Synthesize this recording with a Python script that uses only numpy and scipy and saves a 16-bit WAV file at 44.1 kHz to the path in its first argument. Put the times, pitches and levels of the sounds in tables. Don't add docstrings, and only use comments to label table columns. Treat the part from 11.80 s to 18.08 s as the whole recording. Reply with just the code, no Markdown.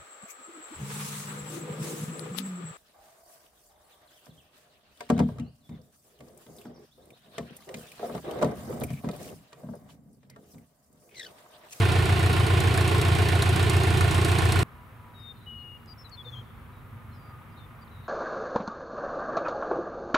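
import sys
import numpy as np
from scipy import signal
from scipy.fft import rfft, irfft, next_fast_len
from scipy.io import wavfile
from scipy.ndimage import map_coordinates

SR = 44100
rng = np.random.default_rng(int(sys.argv[2]) if len(sys.argv) > 2 else 0)


def unload_wav(signal):
    wavfile.write(
        sys.argv[1],
        SR,
        np.round(np.clip(np.atleast_2d(signal).T, -1, 1) * 32767).astype(np.int16),
    )


N = 276948
TIME = np.arange(N) / SR
JUMP_S, TOP_HZ = 2.833, 15750

# frequency in Hz, correlation.
FAR_COHERENCE = [(60, 0.77), (150, 0.82), (380, 0.76), (950, 0.76), (2380, 0.12), (5980, 0.17),
                 (15000, 0.34)]
NEAR_COHERENCE = [(60, .97), (240, 1), (480, 0.58), (950, 0.16), (1900, 0.59), (3800, 0.5), (7500, 1),
                  (15000, 0.74)]
# frequency in Hz, relative spectral density in dB.
HISS_SPECTRUM = [(200, 13.5), (3000, 4), (6000, -10), (8000, -6.5), (11000, -1.5), (15500, -1.5)]
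RUMBLE_SPECTRUM = [(12, -48), (20, -37), (32, -15), (54, -3), (109, -0.5), (166, -5.5), (189, -14.5),
                   (228, -4), (258, -17), (400, -17), (520, -22), (880, -120)]
RUSH_SPECTRUM = [(150, -44), (250, -0.5), (403, -33), (499, -7.5), (555, -9.5), (724, -7), (1120, -3),
                 (1220, -0.5), (1550, -8), (2300, -12), (2970, -20.5), (3670, -24.5), (5050, -43),
                 (6000, -34), (7800, -69), (13200, -120)]
WASH_SPECTRUM = [(20, -35), (50, -11), (100, -1.5), (170, -9.5), (250, -11), (500, -19.5), (900, -17),
                 (2000, -54)]
TICK_SPECTRUM = [(1500, -37), (3000, -24), (4200, 0), (5300, 1), (6700, -1.5), (8400, 7), (10500, -4.5),
                 (13000, -5), (15500, -19)]
RASP_SPECTRUM = [(290, -32), (500, -17), (594, -8), (716, 7), (888, -4.5), (1060, 4), (1250, -11.5),
                 (1430, 0.5), (1650, -18), (1770, -6), (2540, -8), (4190, -16.5), (6180, -23), (9930, -23),
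                 (15500, -36.5)]
# middle and half length in seconds, pitch in Hz, level in dB.
SWELLS = [(4.468, 0.0088, 462, -46), (4.558, 0.12, 122, -42.5)]
# peak time in seconds, pitch in Hz, level in dB, fall either side in dB/s.
WHINES = [(3.05, 984, -62, 23), (4.7, 980, -64, 8), (5.6, 1230, -53.5, 26)]
# middle and half length in seconds, band centre and width in Hz, level in dB.
HOARSE_CALLS = [(4.061, .0015, 6800, 3000, -59), (4.54, 0.094, 6350, 1100, -74.5),
                (5.79, .016, 4050, 250, -63), (6.256, .022, 4070, 350, -68)]
# start and length in seconds, first and last pitch in Hz, level in dB,
# swell over the note in dB, trill from 0 to 1, left minus right in dB.
LARK_NOTES = [(3.337, 0.19, 3820, 3645, -51, 18, 0.02, 10.5), (3.552, .14, 4150, 3840, -72, 7, 0.34, -16),
              (3.66, 0.32, 2935, 2860, -45, -5.5, 0.01, 7.5), (4.071, 0.069, 5000, 4760, -51, 9, 0.1, 8),
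              (4.176, 0.066, 5480, 5340, -53.5, -2, 0.06, 6), (4.241, 0.039, 4100, 3930, -51, 0, 0.06, 13),
              (4.293, 0.009, 4250, 8200, -57, -2, 0, 3), (4.313, 0.051, 4580, 4160, -49, -5, 0.45, 11),
              (4.369, .058, 3610, 3370, -44, 3.5, 0.03, 8),
              (4.441, 0.064, 3720, 3495, -46.5, 11, 0.1, 11.5), (4.513, 0.11, 3400, 3170, -49, -4, 0.35, 9),
              (5.33, 0.2, 4800, 4710, -74, 3, 0.1, 13), (5.756, .11, 3820, 3540, -63.5, 3, 0.1, 15),
              (6.007, 0.039, 4850, 4550, -66, 4, 0.4, 10), (6.075, .012, 4700, 3400, -60, 0, 0, 1),
              (6.104, 0.18, 4000, 3720, -70, -1, 0.3, 17)]
# time in seconds, firings per second.
FAR_SPEED = [(2.8, 29), (4.5, 26.5), (5.2, 24.8), (6.28, 23.8)]
NEAR_SPEED = [(0, 29.36), (1.05, 29.12), (1.42, 29.53), (1.85, 29.0), (2.83, 29.22)]
# time in seconds, relative levels of exhaust and propeller rush in dB.
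FAR_LEVELS = [(2.9, -52, -59), (3.3, -54.5, -60), (3.85, -52, -64.5), (4.03, -53.5, -61),
              (4.33, -55, -60.3), (4.54, -51.5, -59), (5.6, -51, -58), (6.28, -52.5, -57.7)]
# exhaust lead in seconds, thump level in dB, pipe pitch in Hz,
# swell time in seconds, then relative levels in dB of rasp, valve tick, rocker clack and exhaust crack.
CYLINDERS = [(0.0034, -17, 106.4, 0.0061, 3, 11, -26, -25), (0.0039, -16.5, 97, 0.01, 4, 9, -36, -17.5),
             (0.0057, -16.5, 97.5, 0.008, 1.5, 9.5, -30.5, -17.5),
             (0.0043, -15.5, 102.6, 0.0095, 3.5, 6, -45, -33)]
# time in seconds, relative levels of exhaust crack and rocker clack in dB.
KNOCKS = [(.975, -19, -25), (1.009, -22, -29), (1.622, -15, -21), (2.208, -13, -23.5), (2.587, -22, -23)]
# mode frequency in Hz, relative level in dB, time to fall 60 dB in seconds.
ROCKER_MODES = [(3816, 14.5, 0.0084), (4300, 7, 0.033), (5130, -2.5, 0.027), (5740, 0.5, 0.036),
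                (6710, -1.5, 0.062), (7280, -11, .035), (7700, -2, 0.035), (8100, -19, 0.055),
                (8660, -9, .04), (9530, -4, 0.032), (9820, -1, 0.063), (10800, 1.5, 0.054),
                (11800, -0.5, 0.033)]
# frequency in Hz, bandwidth in Hz, gain in dB.
PIPE_MODES = [(388.7, 47.4, 6.5), (703, 104, -10), (1062, 48, -8.5), (1550, 236, -11), (1787, 62, -6),
              (2500, 47, -16.5)]
# frequency in Hz, gain in dB.
THUMP_MUFFLER = [(25, -24), (45, 6), (60, 0), (115, 2), (150, 5.5), (200, 1), (300, -9), (600, -25)]
BARK_MUFFLER = [(120, -18), (260, 0), (320, 7), (390, -1), (465, 5.5), (510, -13.5), (590, -15),
                (660, 4), (810, 10.5), (880, -5), (1000, 4.5), (3000, -2), (6000, -12)]
RASP_FILTER = [(600, -7), (1500, -2.5), (2500, 2), (4000, 4), (6000, -2.5), (9000, -2)]
CRACK_FILTER = [(350, -26), (700, 7), (1100, 14), (1800, 9.5), (2800, 11.5), (4200, 13),
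                (5500, -7), (12000, -8)]
# frequency in Hz, share of the power that repeats each cycle.
REPEAT_SHARE = [(420, .5), (700, .2), (1500, .08)]
# frequency in Hz, left minus right in dB.
NEAR_PAN = [(200, -.5), (380, -3), (700, -5), (1290, -5.5), (2380, -3.3), (4400, -1), (8000, 0)]


def amp(db):
    return 10 ** (np.asarray(db) / 20)


def unit(x):
    return x / np.sqrt(np.mean(x ** 2) + 1e-20)


def along(points, hz):
    f, values = np.transpose(points)
    return np.interp(np.log(hz + 1), np.log(f + 1), values)


def curves(rows):
    times, *columns = np.transpose(rows)
    return [np.interp(TIME, times, column) for column in columns]


def wobble(rate):
    return map_coordinates(rng.standard_normal(int(N * rate / SR) + 4), [TIME * rate])


def sine(hz):
    return np.sin(2 * np.pi * np.cumsum(hz) / SR)


def filtered(x, response):
    size = next_fast_len(N + SR // 2)
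    return irfft(rfft(x, size) * response(np.fft.rfftfreq(size, 1 / SR)), size)[..., :N]


def shaped(x, gains):
    return filtered(x, lambda hz: amp(along(gains, hz)))


def coloured(x, spectrum):
    return unit(shaped(x, spectrum))


def noise(coherence):
    def weights(hz):
        angle = np.arccos(np.clip(along(coherence, hz), -1, 1)) / 2
        return np.array([np.cos(angle), np.sin(angle)])
    mid, side = filtered(rng.standard_normal((2, N)), weights)
    return np.array([mid + side, mid - side])


def add(track, s, sound):
    start = round(s * SR)
    first, last = max(start, 0), min(start + sound.shape[-1], N)
    if last > first:
        track[..., first:last] += sound[..., first - start:last - start]


def firings(speed):
    count = .483 + np.cumsum(curves(speed)[0]) / SR
    return count, np.interp(np.arange(int(count[-1])), count, TIME)


def strokes(times, levels_db, scatter_db):
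    db = np.resize(levels_db, len(times)) + scatter_db * rng.standard_normal(len(times))
    return np.column_stack([times, db])


def bursts(times, levels_db, rise_s, fall_s, scatter_db):
    t, envelope = np.arange(SR // 10) / SR, np.zeros(N)
    shape = (1 - np.exp(-t / rise_s)) * np.exp(-t / fall_s)
    for s, db in strokes(times, levels_db, scatter_db):
        add(envelope, s, amp(db) * shape)
    return unit(envelope)


def hiss():
    return amp(-62) * coloured(noise([(100, .27), (10000, .62)]), HISS_SPECTRUM)


def hollow_swells():
    return sum(amp(db) * np.exp(-((TIME - s) / half) ** 2) * sine(hz * (1 + .0283 * wobble(40)))
               for s, half, hz, db in SWELLS)


def machine_whines():
    return sum(amp(db - fall * np.abs(TIME - s) + 3.9 * wobble(11)) * sine(hz + 8 * wobble(45))
               for s, hz, db, fall in WHINES)


def hoarse_calls():
    calls = np.zeros(N)
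    for s, half, hz, width, db in HOARSE_CALLS:
        band = filtered(rng.standard_normal(N), lambda f: np.exp(-((f - hz) / width) ** 2))
        calls += amp(db) * np.exp(-((TIME - s) / half) ** 2) * unit(band)
    return calls


def whistle(length, start_hz, end_hz, db, swell_db, trill, pan_db):
    t = np.arange(int(length * SR)) / SR
    progress = t / length
    waver, flutter = (map_coordinates(rng.standard_normal(64), [t * rate]) for rate in (90, 110))
    shake = trill * np.sin(2 * np.pi * 170 * t)
    glide_hz = end_hz + (start_hz - end_hz) * (1 - progress) ** 1.8
    tone = sine(glide_hz + 170 * shake + (5 + 110 * trill) * waver)
    edges = np.sin(np.pi / 2 * np.clip(np.minimum(t, length - t) / min(.022, length / 2), 0, 1))
    level = amp(db + swell_db * (progress - .5) + (8.8 * trill - .4) * flutter)
    return amp([[pan_db / 2], [-pan_db / 2]]) * level * edges * (1 + .5 * shake) * tone


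def birds(chirp_count=14):
    song = np.zeros((2, N))
    for s, *note in LARK_NOTES:
        add(song, s, whistle(*note))
    slot_s = (N / SR - JUMP_S) / chirp_count
    for k, (when, pitch, span, side) in enumerate(np.clip(rng.standard_normal((chirp_count, 4)), -2, 2)):
        length, hz = .062 * np.exp(span / 2), 4300 * np.exp(.19 * pitch)
        chirp = whistle(length, hz, .96 * hz, db=-71, swell_db=0, trill=.28, pan_db=-5 + 8 * side)
        add(song, JUMP_S + slot_s * (k + 1 + when / 2), chirp)
    t = np.arange(SR) / SR
    echo_shape = (1 - np.exp(-t / .15)) * amp(-60 * t)
    trees = unit(rng.standard_normal((2, SR)) * echo_shape) / np.sqrt(SR)
    return song + amp(-19.5) * signal.fftconvolve(song, trees, axes=1)[:, :N]


def far_plane():
    _, times = firings(FAR_SPEED)
    exhaust_db, rush_db = curves(FAR_LEVELS)
    waver_db = 1.5 * wobble(9)
    mutter = amp(exhaust_db + .5 + waver_db) * unit(exhaust_thumps(times, scatter_db=3, jitter_s=.001))
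    rumble = amp(exhaust_db + 2) * coloured(noise(FAR_COHERENCE), RUMBLE_SPECTRUM)
    pulses = bursts(times, [0], rise_s=.0023, fall_s=.036, scatter_db=1)
    chop = unit(np.hypot(pulses, 1.5))
    rush = amp(rush_db + 4 + .38 * wobble(16)) * coloured(chop * noise(FAR_COHERENCE), RUSH_SPECTRUM)
    return mutter + rumble + rush


def propeller(count, flow):
    blades = sum(amp(db) * np.sin(2 * np.pi * order * (count - .2))
                 for order, db in [(2, -31.4), (4, -29.2), (6, -44)])
    wash = amp(-32) * coloured(flow * noise([(50, .17), (400, .57)]), WASH_SPECTRUM)
    return blades + wash


def approach_db(s, db_per_s=1.8):
    return db_per_s * (np.minimum(s, JUMP_S) - JUMP_S / 2)


def valve_ticks(times):
    levels_db = [row[5] for row in CYLINDERS]
    snap = bursts(times, levels_db, rise_s=.00065, fall_s=.0031, scatter_db=2.6)
    cowling = bursts(times, levels_db, rise_s=.002, fall_s=.04, scatter_db=1.5)
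    ticks = np.hypot(snap, .98 * cowling) * noise(NEAR_COHERENCE)
    return amp(-46 + approach_db(TIME)) * coloured(ticks, TICK_SPECTRUM)


def rocker_clacks(times, lead_s=.001):
    t, ringing, snaps = np.arange(SR // 16) / SR, np.zeros(N), np.zeros(N)
    hz, mode_db, t60 = np.transpose(ROCKER_MODES)[:, :, None]
    attack = 1 - np.exp(-t / .00017)
    regular = strokes(times[times < JUMP_S] - lead_s, [row[6] for row in CYLINDERS], scatter_db=2)
    strikes = [(s, db + approach_db(s)) for s, db in regular] + [(s, db) for s, _, db in KNOCKS]
    for s, db in strikes:
        strength, detune, phase = rng.standard_normal((3, len(ROCKER_MODES), 1))
        decay = amp(mode_db + 2 * strength - 60 * t / t60)
        modes = decay * np.sin(2 * np.pi * (hz * (1 + .0175 * detune) * t + phase))
        add(ringing, s, amp(db - 16.5) * attack * modes.sum(axis=0))
        add(snaps, s, amp(db - 13.5) * attack * np.exp(-t / .0048))
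    return ringing + snaps * coloured(noise(NEAR_COHERENCE), TICK_SPECTRUM)


def through_pipe(x):
    return filtered(x, lambda f: sum(
        (-1) ** k * amp(db) * 1j * f * width / (hz * hz - f * f + 1j * f * width)
        for k, (hz, width, db) in enumerate(PIPE_MODES)))


def exhaust_rasp(flow):
    rasp = coloured(flow * noise(NEAR_COHERENCE), RASP_SPECTRUM)
    return amp(-29) * shaped(rasp, RASP_FILTER)


def exhaust_cracks(times):
    t, envelope = np.arange(SR // 20) / SR, np.zeros(N)
    shape = (1 - np.exp(-t / .00066)) * np.exp(-t / .0053)
    regular = strokes(times, [row[7] for row in CYLINDERS], scatter_db=2)
    for s, db in list(regular[times < JUMP_S]) + [(s, db) for s, db, _ in KNOCKS]:
        add(envelope, s, amp(db) * shape)
    return amp(-45) * coloured(through_pipe(envelope * noise(NEAR_COHERENCE)), CRACK_FILTER)


def exhaust_bark(times, flow):
    t, repeats = np.arange(SR // 16) / SR, np.zeros(N)
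    puffs = rng.standard_normal((len(CYLINDERS), len(t))) * np.exp(-t / .024)
    for k, (s, db) in enumerate(strokes(times, [0], scatter_db=.75)):
        add(repeats, s - .002, amp(db) * puffs[k % len(CYLINDERS)])
    coarse = filtered(unit(repeats), lambda hz: along(REPEAT_SHARE, hz) ** .5)
    fine = filtered(flow * noise(NEAR_COHERENCE), lambda hz: (1 - along(REPEAT_SHARE, hz)) ** .5)
    return amp(-31.5) * coloured(through_pipe(coarse + fine), BARK_MUFFLER)


def exhaust_thumps(times, scatter_db, jitter_s):
    t, gas = np.arange(SR // 8) / SR, np.zeros(N)
    for k, s in enumerate(times):
        lead_s, db, hz, swell_s = CYLINDERS[k % len(CYLINDERS)][:4]
        delay, strength = rng.standard_normal(2)
        ring = -t / swell_s * np.exp(1 - t / swell_s) * np.sin(2 * np.pi * hz * t)
        add(gas, s - lead_s + jitter_s * delay, amp(db + scatter_db * strength) * ring)
    return shaped(gas, THUMP_MUFFLER)


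def near_plane():
    count, times = firings(NEAR_SPEED)
    puffs = bursts(times, [row[4] for row in CYLINDERS], rise_s=.003, fall_s=.036, scatter_db=.8)
    flow = unit(np.hypot(puffs, .75))
    rasp = exhaust_rasp(flow)
    chop = propeller(count, flow)
    whine = amp(-51) * sine(563 + 1.6 * wobble(4.6))
    lope = exhaust_thumps(times, scatter_db=.6, jitter_s=.00018)
    exhaust = lope + exhaust_bark(times, flow) + rasp + exhaust_cracks(times)
    total = exhaust + chop + whine + valve_ticks(times) + rocker_clacks(times)
    return filtered(total, lambda hz: amp(np.outer([.5, -.5], along(NEAR_PAN, hz))))


def scene():
    close = np.clip((JUMP_S - TIME) / .002, 0, 1)
    field = far_plane() + machine_whines() + hollow_swells() + birds() + hoarse_calls() + hiss()
    return close * near_plane() + (1 - close) * field


def record(dry):
    return filtered(dry, lambda hz: hz < TOP_HZ)


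dry = scene()
out = record(dry)
unload_wav(out)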